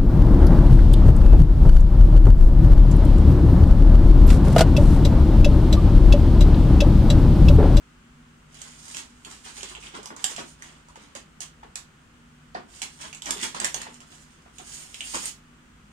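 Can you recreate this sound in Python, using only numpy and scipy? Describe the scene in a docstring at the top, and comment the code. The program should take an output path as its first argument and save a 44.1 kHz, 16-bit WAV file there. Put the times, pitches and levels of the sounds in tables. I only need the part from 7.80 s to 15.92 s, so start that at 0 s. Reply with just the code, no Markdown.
"""Clams in shallow water

Small clams lie in a tray of shallow water, a little right of a close stereo microphone.
Shell clicks are noise bursts with damped sines, air pockets are groups of decaying bubble tones,
and water jets are streams of filtered random grains. Decaying noise gives a small hard room's answer;
shaped noise makes the room air, and wavering sines the hum of an appliance."""
import sys
import numpy as np
from scipy import signal
from scipy.fft import rfft, irfft, next_fast_len
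from scipy.io import wavfile
from scipy.ndimage import map_coordinates

SR = 44100
rng = np.random.default_rng(int(sys.argv[2]) if len(sys.argv) > 2 else 0)


def transcribe(u):
    """Save the signal u as a 16-bit wav file named by the first command-line argument.

    u: samples, shape (n,) or (channels, n), limited to [-1, 1]; the rate is SR.
    q: integer samples, one column per channel.
    """
    v = np.clip(np.atleast_2d(u).T, -1, 1)
    q = np.round(v * 32767).astype(np.int16)
    wavfile.write(sys.argv[1], SR, q)


N = 358136

# Shell impacts; ring_db is relative to the crack: start_s, level_db, ring_db, pitch_hz
CLICKS = [(0.7437, -42.5, -17, 7400), (0.8165, -30.5, -22, 7400), (1.146, -29.5, -2, 2700),
          (1.4485, -34.5, -2.5, 3060), (1.808, -38.5, 3.5, 3000), (1.831, -28, -4.5, 3300),
          (1.892, -49, 7, 3050), (1.951, -39.5, 7, 2980), (2.0267, -46, 7, 2530), (2.0369, -41, 1, 2700),
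          (2.069, -47, 10, 3100), (2.149, -42.5, -8, 1400), (2.23, -38.5, -9, 1000),
          (2.2571, -30.5, -7, 985), (2.364, -35, -3, 1090), (2.442, -11.5, -13, 3120),
          (2.5631, -29.5, -3.5, 3000), (2.822, -36, 0.5, 1880), (3.0852, -49, 5, 980),
          (3.157, -48, -0.5, 2980), (3.3509, -32.5, -15, 2020), (3.6051, -26.5, -19, 2830),
          (3.9562, -23.5, -18, 2150), (4.7465, -61, 20, 4550), (5.0177, -23.5, -6, 2940),
          (5.3285, -36, 2, 2630), (5.348, -33.5, -4, 6800), (5.4204, -29.5, -4, 3300),
          (5.458, -27, -14, 3200), (5.507, -16, -3.5, 7750), (5.6135, -28, -7, 2150),
          (5.7473, -32.5, 4, 1090), (5.8003, -19, -10, 1880), (5.845, -14.5, -5.5, 1830),
          (5.9437, -18.5, -8, 2800), (6.0163, -29, -4, 1850), (6.142, -42.5, -15, 2900),
          (6.204, -42, -6.5, 2940), (6.7836, -34.5, -7, 2800), (7.1435, -32, -2, 2870),
          (7.207, -31, 7, 2920), (7.457, -28.5, 6.5, 8770)]
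# Air pockets that break up: start_s, level_db, pitch_hz
PLOPS = [(1.83, -40, 402), (1.966, -33, 910), (2.187, -35.5, 440), (2.303, -28.5, 930), (2.496, -32, 974),
         (2.581, -27, 730), (3.157, -32.5, 927), (3.352, -33, 584), (3.831, -32, 900), (4.7491, -19, 750),
         (5.56, -34.5, 408), (5.745, -26, 1030), (5.942, -28.5, 840), (6.067, -26.5, 903), (6.66, -43, 750),
         (6.797, -36, 770), (7.347, -20, 1030), (7.352, -35, 358)]
# Spectrum of shell contacts: frequency_hz, level_db
SHELL_SPECTRUM = [(200, -28), (900, -3.5), (1800, -9), (3100, -2.5), (4100, -2.5), (5700, -1.5), (7400, 6),
                  (8800, 0), (10200, -8.5), (13000, -20.5), (16000, -36)]
# Likeness of the diffuse sound at the two ports: frequency_hz, likeness
PORT_LIKENESS = [(50, 1), (160, 0.94), (300, 0.63), (700, 0.026)]
CLICK_DB = -26  # an ordinary click, from which room share and squeezed spurts are scaled


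def amp(db):
    """Amplitude ratio: 20 dB is a factor of ten."""
    return 10 ** (np.asarray(db) / 20)


def unit(x):
    """Normalisation to a root-mean-square value of 1."""
    return x / np.sqrt(np.mean(x ** 2) + 1e-20)


def along(points, hz):
    """Linear interpolation of (frequency, value) points on a logarithmic frequency axis."""
    point_hz, values = np.transpose(points)
    return np.interp(np.log(hz + 1), np.log(point_hz + 1), values)


def wobble(rate):
    """Slow random modulation: a smooth curve through rate random knots a second."""
    knots = rng.standard_normal(int(N * rate / SR) + 4)
    return map_coordinates(knots, [np.arange(N) * rate / SR])


def add(track, s, x):
    """Superposition: sound x joins the track from time s."""
    part = track[..., round(s * SR):][..., :x.shape[-1]]
    part += x[..., :part.shape[-1]]


def filtered(x, response):
    """Linear filtering: the spectrum of x is multiplied by a response of frequency."""
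    size = next_fast_len(N + 8192)
    hz = np.fft.rfftfreq(size, 1 / SR)
    return irfft(rfft(x, size) * response(hz), size)[..., :N]


def impulse(points, size=512):
    """Minimum phase: folding the cepstrum gives a causal impulse response with a given spectrum."""
    level = amp(along(points, np.fft.rfftfreq(size, 1 / SR)))
    cepstrum = irfft(np.log(level))
    cepstrum[1:size // 2] *= 2
    cepstrum[size // 2 + 1:] = 0
    return irfft(np.exp(rfft(cepstrum)))


def grains(spectrum, per_second, spread_db):
    """Shot noise: random tiny bursts of uneven size sum to a texture of rms 1."""
    hits = (rng.random(N) < per_second / SR) * rng.choice([-1, 1], N)
    sizes = amp(spread_db * np.clip(rng.standard_normal(N), -2, 2))
    return unit(signal.oaconvolve(hits * sizes, impulse(spectrum))[:N])


def ports(x, size=26):
    """Path difference: sound from the tray reaches the left port size samples after the right."""
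    left = np.pad(x, (size, 0))[:len(x)]
    return np.array([left, x])


def room(x, shared=0.023, early=1.0, early_s=0.098):
    """Reverberation: strong near walls, then a diffuse tail whose bass is alike at both ports."""
    # Reverberation time of the small hard room: frequency_hz, t60_s
    decay_times = [(200, 0.41), (1300, 0.29), (3500, 0.3), (9000, 0.2), (15000, 0.31)]
    hz, t, noise = signal.stft(rng.standard_normal((3, SR // 2)), SR, nperseg=256)
    decay = amp(-60 * t / along(decay_times, hz)[:, None])
    fade = decay * (1 + early * np.exp(-(t / early_s) ** 2))
    share = np.clip(np.maximum(shared, along(PORT_LIKENESS, hz)), 0, 1)[:, None]
    weights = np.sqrt([1 - share, 1 - share, share])
    tails = signal.istft(noise * fade * weights, SR, nperseg=256)[1]
    tail = ports(tails[2]) + tails[:2]
    tail = tail * (1 - np.exp(-np.arange(tail.shape[1]) / SR / 0.00033))  # soft onset
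    return signal.fftconvolve(x[None], tail / np.linalg.norm(tail[0]), axes=1)


def background():
    """Partial coherence: room air is alike at both ports in the bass; an appliance's hum wavers."""
    # Spectrum of the room air: frequency_hz, level_db
    air_spectrum = [(25, -16.5), (52, -4.5), (120, -13.5), (153, -8), (180, -12), (235, -6), (280, -15),
                    (620, -25), (1400, -17), (1750, -21.5), (2500, -24.5), (2950, -23.5), (3800, -31),
                    (5500, -33.5), (7000, -31), (8900, -33.5), (10200, -44), (16000, -49.5)]
    # Partials of the hum: frequency_hz, level_db
    hum_partials = [(49.8, -63.5), (152, -61.5), (243, -65.5)]

    def mid_side(hz):
        turn = np.arccos(np.clip(along(PORT_LIKENESS, hz), -1, 1)) / 2
        return amp(along(air_spectrum, hz)) * [np.cos(turn), np.sin(turn)]

    mid, side = filtered(rng.standard_normal((2, N)), mid_side)
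    air = amp(-54.5) * unit(np.array([mid + side, mid - side]))
    t = np.arange(N) / SR
    hum = np.zeros(N)
    for hz, db in hum_partials:
        level = amp(db + 4.8 * wobble(4.5))
        hum += level * np.sin(2 * np.pi * hz * t + 0.56 * wobble(8.3))
    return air + hum


def clicks():
    """Impact: a shell snaps against its neighbour in a brief scrape of contacts and a damped ring."""
    ring_cycles = 10  # cycles in which the ring decays by 60 dB
    room_db, buried = 2, 0.096  # room level; dB more room per dB fainter: faint clicks lie deeper in the pile
    out = np.zeros((2, N))
    t = np.arange(SR // 25) / SR
    for s, db, ring_db, hz in CLICKS:
        scrape = amp(-60 * t / 0.012) * (1 - np.exp(-t / 0.0007))
        contacts = rng.choice([-1, 1], len(t)) * scrape
        crack = np.convolve(contacts, impulse(SHELL_SPECTRUM))[:len(t)]
        ring = amp(-60 * t * hz / ring_cycles) * np.sin(2 * np.pi * hz * t)
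        ring = ring * (1 - np.exp(-t / 0.0005))
        crack = crack / np.linalg.norm(crack)
        ring = ring / np.linalg.norm(ring)
        snap = amp(db + 16) * (crack + amp(ring_db) * ring)
        add(out, s, ports(snap, size=16) * amp([[-1.3], [1.3]]))  # stronger on the right
        add(out, s, amp(room_db - buried * (db - CLICK_DB)) * room(snap))
    return out


def jets(t):
    """Pressure-driven flow: each steady jet opens quickly, gains pressure and is shut off."""
    # Thin steady jets, each with its level at the end: start_s, end_s, level_db
    steady_jets = [(0.748, 0.89, -67), (0.9, 1.182, -52.5), (1.32, 1.488, -59), (1.45, 1.92, -54.5),
                   (2.612, 2.721, -55), (4.864, 5.303, -53.5), (5.42, 5.96, -49.5), (6.066, 6.165, -58),
                   (6.252, 6.439, -55), (6.727, 7.235, -49), (6.841, 7.027, -48), (7.226, 7.484, -38.5)]
    attack_s, release_s, swell_db_per_s = 0.021, 0.012, 15  # a jet grows until the siphon closes
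    flow = np.zeros(N)
    for start, end, db in steady_jets:
        opening = np.clip((t - start) / attack_s, 0, 1)
        swelling = amp(db - swell_db_per_s * np.maximum(end - t, 0))
        closing = np.exp(-np.maximum(t - end, 0) / release_s)
        flow += opening * swelling * closing
    return flow


def spurts():
    """Displacement: individual spurts, one squeezed out by each click, one refilling each air pocket.

    Each is (crest s, spray dB, rise s, fall s, wetness dB)."""
    # Individual spurts, some right after a click; wetness_db is gurgle over spray:
    # crest_s, spray_db, fall_s, wetness_db
    individual_spurts = [(0.824, -49.5, 0.15, -6), (1.093, -43, 0.1, -15.5), (1.173, -30.5, 0.015, -14.5),
                         (1.517, -44, 0.033, -8.5), (1.664, -43, 0.046, -6), (1.774, -37, 0.029, -16.5),
                         (1.835, -44, 0.016, 4), (1.897, -46, 0.041, 0), (2.041, -48.5, 0.069, -1),
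                         (2.151, -48, 0.031, 6), (2.411, -49.5, 0.063, -1), (2.505, -35, 0.021, -9.5),
                         (2.587, -40, 0.028, -5), (2.851, -54, 0.097, -1), (3.215, -58.5, 0.074, 3.5),
                         (3.36, -42, 0.01, -28), (3.616, -30.5, 0.0089, -27), (4.762, -68, 0.0091, 20),
                         (4.97, -48.5, 0.097, -10), (5.022, -26, 0.01, -13.5), (5.222, -41, 0.04, -3.5),
                         (5.476, -36.5, 0.047, -6.5), (5.604, -37, 0.059, -5), (5.633, -25.5, 0.012, -8),
                         (5.755, -36, 0.013, 2.5), (5.82, -42, 0.022, 7), (5.853, -24.5, 0.0049, -7.5),
                         (5.962, -42, 0.0059, 9.5), (6.01, -48, 0.034, 6.5), (6.324, -51, 0.033, -5.5),
                         (6.53, -61.5, 0.17, -13), (7.347, -29, 0.026, -11.5)]
    rise_share = 0.57  # rise time of an individual spurt as a share of its fall time
    sudden_rise_s = 0.0011  # rise of a spurt squeezed out by a click or refilling a pocket
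    lag_s, squeeze_fall_s, squeeze_wet_db = 0.0067, 0.019, -3.5  # crest after the click
    squeeze_db, squeeze_grows = -47.5, 0.41  # spray at an ordinary click; dB more spray per dB of click
    refill_db, refill_fall_s, refill_wet_db = -34, 0.017, 17.5  # spray relative to the plop
    found = []
    for s, db, fall, wet_db in individual_spurts:
        found.append((s, db, rise_share * fall, fall, wet_db))
    for s, db, _, _ in CLICKS:
        spray_db = squeeze_db + squeeze_grows * (db - CLICK_DB)
        found.append((s + lag_s, spray_db, sudden_rise_s, squeeze_fall_s, squeeze_wet_db))
    for s, db, _ in PLOPS:
        found.append((s, db + refill_db, sudden_rise_s, refill_fall_s, refill_wet_db))
    return found


def flows(t, steady):
    """Incoherent addition: jets and spurts add in power to the spray and to the churning water."""
    power = np.outer(amp([0, -16.5]) ** 2, steady ** 2)  # a thin jet hardly stirs the water
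    for s, db, rise, fall, wetness_db in spurts():
        crest = round(s * SR)
        near = slice(max(crest - SR // 2, 0), crest + SR // 2)
        age = t[near] - s
        spurt = amp(db) * np.exp(-np.where(age < 0, (age / rise) ** 2, np.abs(age / fall)))
        power[:, near] += np.array([spurt, spurt * amp(wetness_db)]) ** 2
    return np.sqrt(power)


def drips(splashing):
    """Bubble resonance: stray drops fall back and ring briefly, in proportion to the splash."""
    per_second, level_db, spread_db = 42, 22, -1.5  # level relative to the splash
    centre_hz, scatter_octaves = 2700, 0.27
    out = np.zeros(N)
    t = np.arange(SR // 40) / SR
    for _ in range(int(per_second * N / SR)):
        s = rng.uniform(0, (N - 1) / SR)
        pitch, size = rng.standard_normal(2)
        hz = np.clip(centre_hz * 2 ** (scatter_octaves * pitch), 1500, 5000)
        ring = np.sin(2 * np.pi * hz * t) * amp(-60 * t * hz / 9) * (1 - np.exp(-t * hz))
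        level = amp(level_db + spread_db * np.clip(size, -2, 2))
        add(out, s, splashing[int(s * SR)] * level * ring)
    return out


def water():
    """Atomisation and splashing: jets throw fine spray; wetter spurts splash and gurgle more."""
    # Spectrum of the spray: frequency_hz, level_db
    spray_spectrum = [(1500, -33), (4200, -4), (5800, -1.5), (7200, 1), (9100, 1), (10300, -13),
                      (13000, -23.5), (16000, -34)]
    # Spectrum of the finest drops: frequency_hz, level_db
    mist_spectrum = [(3500, -11), (5600, -7), (7000, 2), (9300, 5), (10300, -15), (13000, -11.5),
                     (16000, -29)]
    # Spectrum of middle-sized drops: frequency_hz, level_db
    splash_spectrum = [(500, -24.5), (1300, -10.5), (1900, 0), (3000, 4), (4200, -3), (7000, -9),
                       (12000, -69)]
    # Spectrum of the churning water: frequency_hz, level_db
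    gurgle_spectrum = [(110, -24), (220, 5), (370, 1), (500, -4.5), (680, -1.5), (1050, 3), (1800, -2),
                       (12000, -81)]
    mist_db, mist_grows, jet_db = -1.5, 0.23, -49  # mist over a jet of jet_db; dB more per dB of jet
    t = np.arange(N) / SR
    steady = jets(t)
    fizz, churn = flows(t, steady)
    spray = fizz * amp(3.4 * wobble(77)) * grains(spray_spectrum, per_second=3000, spread_db=3.5)
    # a harder jet atomises more
    misting = steady * amp(mist_db) * (steady / amp(jet_db)) ** mist_grows
    mist = misting * grains(mist_spectrum, per_second=3400, spread_db=6)
    # middle-sized drops need both a fast jet and plenty of water
    splashing = np.sqrt(fizz * churn)
    splash_level = splashing * amp(1.0 + 0.32 * wobble(110))
    splash = splash_level * grains(splash_spectrum, per_second=700, spread_db=4.5)
    droplets = splashing * amp(-3) * grains(splash_spectrum, per_second=70, spread_db=3)
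    gurgle_level = churn * amp(2.0 + 5.7 * wobble(55))
    gurgle = gurgle_level * grains(gurgle_spectrum, per_second=500, spread_db=3)
    ticks = fizz * amp(-7) * grains(SHELL_SPECTRUM, per_second=80, spread_db=3)
    # single drops land on top of the shells, in plain view of the microphone
    spatter = droplets + ticks + drips(splashing)
    thrown = spray + mist + splash
    wet = thrown + spatter + gurgle
    out = amp(-8.0) * (ports(thrown) + ports(gurgle, size=16))
    out = out + amp(-3.5) * ports(spatter)
    # a fresh random room tail every sixth of a second keeps the reverberation from ringing at fixed pitches
    size = SR // 6
    for start in range(0, N, size):
        add(out, start / SR, amp(-3.0) * room(wet[start:start + size]))
    return out


def bubble(hz):
    """Volume pulsation: a bubble opens with a soft wet smack and rings, its pitch sagging."""
    t = np.arange(SR // 16) / SR
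    pitch = hz * np.exp(-t / 0.21)
    swell = (1 - np.exp(-t / 0.002)) * amp(-60 * t * hz / 19)  # decays by 60 dB in 19 cycles
    ring = np.sin(2 * np.pi * np.cumsum(pitch) / SR)
    band = signal.butter(4, [hz * 0.7, hz * 2.4], "band", fs=SR)
    smack = signal.lfilter(*band, rng.standard_normal(len(t)))
    return swell * (ring + 0.4 * unit(smack))


def plops():
    """Bubble size sets pitch: a pocket breaks into a main bubble, a smaller and a larger one."""
    # Bubbles of one pocket: delay_s, pitch_ratio, level_db
    pocket_bubbles = [(0, 0.994, 1.5), (.010, 1.91, -5.5), (.016, 0.499, -11)]
    out = np.zeros((2, N))
    for s, db, hz in PLOPS:
        plop = np.zeros(SR // 10)
        for delay, ratio, level_db in pocket_bubbles:
            add(plop, delay, amp(db + 2.0 + level_db) * bubble(hz * ratio))
        add(out, s, ports(plop, size=16))
        add(out, s, amp(-5.0) * room(plop))
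    return out


def scene():
    """Spectral colouration: each port colours the sound from the tray in its own way."""
    # Level of the left port over the right: frequency_hz, difference_db
    port_tilt = [(200, 3), (500, -4.5), (1000, -0.5), (2000, 1.5), (4000, -5), (6800, -9), (8800, 0),
                 (11500, -5)]
    tray = clicks() + plops() + water()
    coloured = filtered(tray, lambda hz: amp(np.outer([0.5, -0.5], along(port_tilt, hz))))
    return coloured + background()


def record(dry):
    """Band limitation: nothing from the top frequency upwards is kept."""
    top_hz = 15850
    return filtered(dry, lambda hz: hz < top_hz)


dry = scene()
out = record(dry)
transcribe(out)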